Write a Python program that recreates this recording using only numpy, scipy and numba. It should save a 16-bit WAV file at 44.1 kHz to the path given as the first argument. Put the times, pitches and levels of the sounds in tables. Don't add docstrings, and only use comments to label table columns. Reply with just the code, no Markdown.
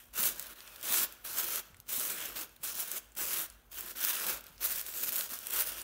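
import sys
import numpy as np
from scipy import signal
from scipy.fft import rfft, irfft
from scipy.io import wavfile
from scipy.ndimage import uniform_filter1d, map_coordinates
from numba import njit

SR = 44100
rng = np.random.default_rng(int(sys.argv[2]) if len(sys.argv) > 2 else 0)


def convert_level_to_amplitude(level_db):
    exponent = np.asarray(level_db, float) / 20
    return 10 ** exponent


def dump(signal):
    limited = np.clip(np.atleast_2d(signal).T, -1, 1)
    pcm = np.round(limited * 32767).astype(np.int16)
    wavfile.write(sys.argv[1], SR, pcm)


N = 257103

# (frequency [Hz], density [dB per Hz])
HISS_SPECTRUM = [
    (30, -14),
    (120, -8),
    (240, -1.5),
    (320, -3.5),
    (1100, -5),
    (4800, -22.5),
    (14000, -55),
    (17000, -61),
]
# (time [s], level [dB])
HUM_SWELL = [(0, -68), (.23, -58.5), (.36, -68), (.53, -68.5), (.92, -74), (1.2, -70), (1.32, -73),
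             (2.18, -72), (2.32, -67), (2.9, -82), (3.13, -62), (3.41, -70), (3.59, -60.5), (4.01, -73),
             (4.11, -84), (4.37, -60.5), (5.3, -72), (5.83, -60)]
# (frequency [Hz], T60 [s])
ROOM_DECAY = [
    (200, 0.3),
    (1500, 0.99),
    (6000, 0.5),
    (15000, 0.045),
]
# (time [s], peak [dB], pitch [Hz])
BALL_SHIFTS = [(0.191, -69, 258), (0.194, -44, 209), (0.904, -46.5, 253), (1.014, -48.5, 258),
               (0.247, -58, 94), (1.701, -57.5, 182), (1.73, -56.5, 88.5), (1.79, -57.5, 121),
               (1.98, -47.5, 256), (2.088, -58, 188), (2.601, -61, 154.4), (2.754, -56, 227),
               (3.166, -57.5, 233), (3.389, -58, 140), (3.758, -71, 72.7), (4.204, -59, 238.2),
               (4.365, -65, 211), (4.5, -59, 167), (5.32, -49, 272), (5.681, -66, 258)]
# (time [s], peak [dB], pitch [Hz], larger folds relative [dB])
LOUD_CREASES = [(.208, -15, 12000, -20), (.2372, -13, 10600, -8), (.2674, -21, 14200, -9.5),
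                (1.3858, -16.5, 14400, -17), (1.443, -16.5, 13300, -30), (1.9402, -24, 12300, 2),
                (1.9976, -13.5, 9900, -18), (2.258, -19, 14800, -22), (2.753, -20.5, 14500, -19),
                (2.7936, -29, 13900, -21), (2.916, -16.5, 11800, -30), (3.291, -25, 14400, -11),
                (3.8082, -17, 15000, -10), (4.0063, -21, 14300, -19), (4.049, -8, 14200, -27),
                (4.0853, -15, 14600, -18), (4.094, -18, 14500, -15), (4.225, -27, 13970, -16),
                (4.267, -16, 14500, -5), (4.6588, -23.5, 12100, 6), (5.044, -19, 12800, -25),
                (5.072, -20.5, 12600, -14), (5.0904, -15, 14000, -9), (5.1223, -16, 14200, -26),
                (5.164, -12, 14300, -16), (5.1915, -16, 14000, -3.5), (5.2096, -15, 13500, -2),
                (5.613, -17, 12800, -22), (5.6665, -29, 14800, -26), (5.69, -26, 14300, -8)]
# (time [s], peak [dB])
LESSER_CREASES = [(.2544, -17), (.289, -15), (.5254, -42), (.782, -38), (0.8123, -26.5), (1.505, -32),
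                  (1.559, -15), (1.6848, -52), (1.9013, -30), (2.006, -18), (2.115, -27), (2.2046, -24),
                  (2.519, -48), (2.635, -25), (2.787, -29), (3.308, -20), (3.4002, -18), (3.421, -24),
                  (3.4615, -32), (3.5259, -42), (3.9965, -31), (4.237, -23), (4.5236, -50), (4.7947, -19),
                  (4.8133, -19), (4.8642, -20.5), (4.9391, -23), (5.1587, -13.5), (5.162, -22),
                  (5.343, -34)]
# (time [s], peak [dB], pitch [Hz], larger folds relative [dB])
LONE_CREASES = [(.1377, -30, 14600, -13), (0.396, -15.5, 15000, -27), (0.4258, -22, 14300, -16),
                (0.468, -26, 14000, -1), (.5095, -34, 14600, -12), (0.6052, -34, 9300, -1),
                (0.6758, -35.5, 8000, 3), (.7602, -29.5, 14900, -8), (0.829, -21, 14400, -7.5),
                (1.1242, -28, 14000, -27), (1.745, -43.5, 8100, 8.5), (1.7687, -41.5, 10600, 9.5),
                (1.8015, -32, 12500, -12), (2.4934, -41, 10800, -4), (2.5625, -36, 14300, 0),
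                (3.12, -44, 7100, -27), (3.152, -33, 14900, -20), (3.5003, -31, 10500, -6),
                (3.8964, -25, 14800, -17), (3.911, -25, 14600, -20), (3.9705, -24, 13300, -16),
                (4.4086, -29, 14600, -19), (4.441, -32, 14100, -25), (4.467, -30, 13500, -0.5),
                (4.58, -42, 10200, 5), (4.617, -33, 14500, -28), (5.389, -21, 14500, -18),
                (5.4697, -16.5, 12100, -25), (5.5066, -15, 14300, -27), (5.8168, -23.5, 9200, -25)]
# (start [s], length [s], level at the grip [dB], level at letting go [dB])
PULL_MOVES = [(0, 0.15, -57.5, -74), (0.136, 0.031, -53.5, -37.5), (0.178, 0.098, -33, -30),
              (0.329, 0.2, -50, -53), (0.557, 0.32, -57.5, -56), (.836, 0.11, -42.5, -28),
              (0.928, .11, -30, -31.5), (1.249, 0.34, -44.5, -37.5), (1.892, 0.23, -38.5, -38),
              (2.131, 0.13, -41.5, -42), (2.253, 0.11, -43.5, -56), (2.36, 0.074, -40, -40),
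              (2.637, 0.091, -38.5, -40.5), (2.744, 0.09, -43.5, -38.5), (2.849, 0.13, -46, -39),
              (3.173, 0.23, -43, -35.5), (3.393, 0.063, -35, -45), (3.717, 0.2, -50, -47.5),
              (3.957, 0.15, -46, -31), (4.056, 0.25, -38.5, -38.5), (4.315, 0.081, -38, -54),
              (4.438, 0.13, -60.5, -65.5), (4.61, 0.15, -41, -37.5), (4.83, .1, -48.5, -47),
              (4.933, 0.06, -49, -36), (5.052, 0.11, -49, -38.5), (5.167, 0.14, -35, -52),
              (5.398, 0.15, -54.5, -38.5), (5.522, 0.092, -38, -33), (5.667, 0.15, -40.5, -48)]
# (time [s], level [dB])
TUG_MOVES = [(.288, -36), (.401, -49), (1.396, -33.5), (1.53, -46), (1.931, -36), (2.1, -34.5),
             (2.802, -36.5), (3.213, -32), (3.335, -33.5), (3.79, -40.5), (3.905, -49), (4.296, -33.5),
             (4.656, -34.5), (4.719, -33), (4.782, -38), (4.885, -43), (5.035, -36), (5.082, -34.5),
             (5.166, -47), (5.332, -39.5), (5.615, -34.5), (5.691, -39)]
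# (time [s], depth into the ball [dB], sheets swung [dB])
FINGER_REACH = [(0, 2, -10), (.25, -2, 6.5), (.6, 5, -3.5), (.95, 0.5, 1.5), (1.55, 1.5, 1),
                (1.95, -1, -0.5), (2.3, 3.5, 5), (2.68, -2, -2), (3.08, -1, -0.5), (3.35, 0.5, 2),
                (3.63, -3.5, -10), (3.85, 1.5, 1), (4.05, 1.5, -2), (4.3, 5.5, 5.5), (4.7, -1, -2.5),
                (5.1, -2.5, 0.5), (5.5, 1, -1), (5.83, 1.5, -0.5)]
# (time [s], factor on the scatter of crease sizes [-])
DRYNESS = [
    (0, .8),
    (1.0, .55),
    (1.7, 1.1),
    (2.6, .9),
    (3.3, .75),
    (4.1, 1.0),
    (5.15, 1.45),
    (5.83, 1.1),
]
# (frequency [Hz], density [dB per Hz])
PAPER_VOICE = [(59, -27), (100, -17.5), (204, -7), (291, -8.5), (337, -1), (407, -4), (646, -1.5),
               (780, -6), (1490, 3.5), (2000, -2.5), (2630, 0.5), (4940, -1), (5840, 2.5), (10500, 5),
               (15000, 10)]
FOLD_PITCHES = (330, 1450, 3200, 8000)
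FOLD_DULLING = (0.49, 0.2, 0.23)
FOLD_TRIM = (3, 3, 2.95)

HISS_DB = -72
RUMBLE_DB, RUMBLE_SWAY_DB = -74, 1.5
ROOM_DB = -15.5
CREAK_HZ, CREAK_FOLD_DB = 13500, -13
SWARM_MS, LONE_SWARM_MS = 2.5, 4.0
CREASES_PER_S = 9000
TOUCH_DB, TOUCH_DB_PER_S = -12.5, 550
GRIP_DB_PER_S, LET_GO_DB_PER_S = 2000, 707
SETTLE_DB, SETTLE_DB_PER_S = -22, 65
TUG_RISE_DB_PER_S, TUG_FALL_DB_PER_S = 221, 233
TUG_LEAD_S, TUG_TRAIL_S = 0.043, 0.047
USUAL_DB, GENTLE_DB = -38, -58
DEPTH_SHARE = 0.72
TOP_HZ = 15720


def level(x, db):
    return x * convert_level_to_amplitude(db) / np.sqrt(np.mean(x ** 2))


def on_log_hz(hz, table):
    f, v = np.transpose(table)
    return np.interp(np.log(np.maximum(hz, 1)), np.log(f), v)


def colour(x, table):
    size = 4096
    hz = np.arange(size // 2 + 1) * SR / size
    cepstrum = irfft(np.log(convert_level_to_amplitude(on_log_hz(hz, table))))
    cepstrum[1:size // 2] *= 2
    cepstrum[size // 2 + 1:] = 0
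    impulse = irfft(np.exp(rfft(cepstrum)))
    return signal.fftconvolve(x, impulse)[:len(x)]


def filtered(x, order, hz, kind):
    return signal.sosfilt(signal.butter(order, hz, kind, fs=SR, output="sos"), x)


def walk(rate):
    hold = max(int(SR / rate), 2)
    steps = np.repeat(rng.standard_normal(N // 8), hold)[:N]
    return uniform_filter1d(steps, hold // 2 + 1)


@njit
def rings(length, start, pole, size):
    out = np.zeros(length)
    for k in range(len(start)):
        z, i = size[k] + 0j, start[k]
        end = min(length, i + int(np.log(300.) / -np.log(abs(pole[k]))) + 1)
        while i < end:
            out[i] += z.real
            z *= pole[k]
            i += 1
    return out


def grains(s, hz, cycles, size):
    hz = np.clip(hz, 50, .45 * SR)
    pole = np.exp((2j * np.pi - 1 / np.clip(cycles, .2, 30)) * hz / SR)
    return rings(N, (s * SR).astype(np.int64), pole, size + 0j)


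def background():
    t = np.arange(N) / SR
    hiss = level(colour(rng.standard_normal(N), HISS_SPECTRUM), HISS_DB)
    narrow = filtered(rng.standard_normal(N), 2, [45, 54], "band")
    wide = filtered(rng.standard_normal(N), 2, [58, 125], "band")
    rumble = level(wide, RUMBLE_DB) * convert_level_to_amplitude(RUMBLE_SWAY_DB * walk(8.6))
    hum = level(narrow, -2) + convert_level_to_amplitude(0.5) * np.sin(2 * np.pi * 49 * t)
    hum = hum * convert_level_to_amplitude(np.interp(t, *np.transpose(HUM_SWELL)))
    motor = convert_level_to_amplitude(-76) * np.sin(2 * np.pi * 240 * t)
    return hiss + rumble + hum + motor


def tail(t60_s, length_s):
    t = np.arange(int(length_s * SR)) / SR
    h = rng.standard_normal(len(t)) * np.exp(-np.log(1000) * t / t60_s)
    return h / np.sqrt(np.sum(h ** 2))


def room(x):
    h = 0
    for low in 100 * 2 ** np.arange(0, 7.5, 1.):
        noise = tail(on_log_hz(2.25 * low, ROOM_DECAY), 0.73)
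        octave = filtered(noise, 2, [low, min(2 * low, .45 * SR)], "band")
        h = h + octave * np.sqrt(.5 * SR / low)
    h = colour(h, [(100, -23), (22050, 0)])
    h = np.concatenate([np.zeros(int(.004 * SR)), h])
    return convert_level_to_amplitude(ROOM_DB) * signal.fftconvolve(x, h)[:N]


def thuds():
    s, db, hz = np.transpose(BALL_SHIFTS)
    x = grains(s, hz, 1.67, -1j * convert_level_to_amplitude(db + 4.0))
    return filtered(x, 2, 350, "low")


def snaps(count=16, after_db=-4.0, lead=0.051):
    creaks = [(*c, CREAK_HZ, CREAK_FOLD_DB) for c in LESSER_CREASES]
    s, db, hz, fold_db = np.transpose(LOUD_CREASES + creaks + LONE_CREASES)
    in_pull = np.arange(len(s)) < len(s) - len(LONE_CREASES)
    swarm_ms = np.where(in_pull, SWARM_MS, LONE_SWARM_MS)
    u = rng.random((len(s), 1 + 3 * count)).T
    tick = grains(s, hz, 3.9, convert_level_to_amplitude(db - 3.0) * np.exp(2j * np.pi * u[0]))
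    late, pitch, turn = u[1:].reshape(3, count, -1)
    late = (1 + lead) * late - lead
    near_hz = 1200 + 15000 * pitch ** .6
    large_db = fold_db + 2.0 + 3 * np.log2(near_hz / 3000)
    fine_db = -6.5 * np.abs(np.log2(near_hz / hz))
    size_db = db + after_db - 9 * np.abs(late) + np.where(near_hz < 5000, large_db, fine_db)
    at = s + swarm_ms * late / 1000
    size = convert_level_to_amplitude(size_db) * np.exp(2j * np.pi * turn)
    swarm = grains(at.ravel(), near_hz.ravel(), 1.08, size.ravel())
    return filtered(tick + swarm, 2, 1100, "high")


def handling(s):
    start, length, first, last = np.transpose(PULL_MOVES)[:, :, None]
    since, after = s - start, s - start - length
    drag = first + (last - first) * np.clip(since / length, 0, 1)
    fade = np.maximum(-LET_GO_DB_PER_S * after, SETTLE_DB - SETTLE_DB_PER_S * after)
    grip = np.maximum(GRIP_DB_PER_S * since, TOUCH_DB + TOUCH_DB_PER_S * since)
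    pulls = drag + np.minimum(grip, 0) + np.minimum(fade, 0)
    peak, db = np.transpose(TUG_MOVES)[:, :, None]
    tugs = db + np.minimum(TUG_RISE_DB_PER_S * (s - peak), TUG_FALL_DB_PER_S * (peak - s))
    tugs = tugs + np.minimum(GRIP_DB_PER_S * (s - peak + TUG_LEAD_S), 0)
    tugs = tugs + np.minimum(LET_GO_DB_PER_S * (peak + TUG_TRAIL_S - s), 0)
    return np.maximum(pulls.max(axis=0), tugs.max(axis=0))


def avalanche(count, fade_s):
    u = rng.random((count, 2)).T
    kicks = np.bincount((u[0] * (N - 1)).astype(int), -np.log(u[1] + .01), N)
    stress = signal.lfilter([1], [1, -np.exp(-1 / (fade_s * SR))], kicks)
    x = np.log(stress + .15)
    return (x - x.mean()) / x.std()


def layers(x, pocket_db=2.0):
    hz, s, z = signal.stft(x, SR, nperseg=512, noverlap=384)
    t, depth, swing = np.transpose(FINGER_REACH)
    gentle = USUAL_DB - np.maximum(handling(s), GENTLE_DB)
    reach = [np.interp(s, t, c) for c in (swing, depth, DEPTH_SHARE * depth)]
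    rel_db = [r + d * gentle + trim for r, d, trim in zip(reach, FOLD_DULLING, FOLD_TRIM)]
    rel_db = np.array(rel_db + [0 * s])
    place = np.interp(np.log(hz + 1), np.log(np.array(FOLD_PITCHES)), np.arange(len(FOLD_PITCHES)))
    rows, cols = np.meshgrid(place, np.arange(len(s)), indexing="ij")
    gain_db = map_coordinates(rel_db, [rows, cols], order=1)
    pockets = rng.standard_normal((48, 72))
    rows, cols = np.meshgrid(47 * np.sqrt(hz / hz[-1]), 71 * s / s[-1], indexing="ij")
    gain_db = gain_db + pocket_db * map_coordinates(pockets, [rows, cols], order=1)
    return signal.istft(z * convert_level_to_amplitude(gain_db), SR, nperseg=512, noverlap=384)[1][:N]


def crackle(spread_db=2.4, swarm_db=1.7):
    count = int(CREASES_PER_S * N / SR)
    u = rng.random((count, 5)).T
    s = u[0] * (N - 1) / SR
    at = (s * SR).astype(int)
    hz = 120 + 19000 * u[1] ** 2
    cycles = 0.98 * (.5 + u[2])
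    small = np.clip(0.34 + np.log2(hz / 1700) / 6, 0, 1)
    slip_db = 1.2 * walk(40)[at]
    luck = -np.log(u[3] + .015)
    burst_db = swarm_db * avalanche(count=900, fade_s=0.0052)[at]
    scatter_db = burst_db + slip_db + spread_db * (luck - 1)
    chance_db = spread_db + np.interp(s, *np.transpose(DRYNESS)) * scatter_db
    size_db = handling(s) + small * chance_db
    even = np.sqrt(hz / cycles * u[1] / SR)
    x = grains(s, hz, cycles, convert_level_to_amplitude(size_db + 10.0) * even * np.exp(2j * np.pi * u[4]))
    return layers(colour(x, PAPER_VOICE))


def scene():
    paper = crackle() + snaps() + thuds()
    return (paper + room(paper) + background())[None, :]


def top_cut(x):
    return signal.sosfilt(signal.butter(12, 16970, fs=SR, output="sos"), x)


def record(dry):
    body = signal.sosfiltfilt(signal.ellip(9, .1, 40, TOP_HZ, fs=SR, output="sos"), dry)
    power = uniform_filter1d(dry ** 2, 64)
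    before = uniform_filter1d(dry ** 2, 512, origin=255)
    attack = uniform_filter1d(1. * (power > 9 * before), 400) > 0
    top = (dry - body) * uniform_filter1d(1. * attack, 128)
    return top_cut(body + convert_level_to_amplitude(-31) * top)


dry = scene()
out = record(dry)
dump(out)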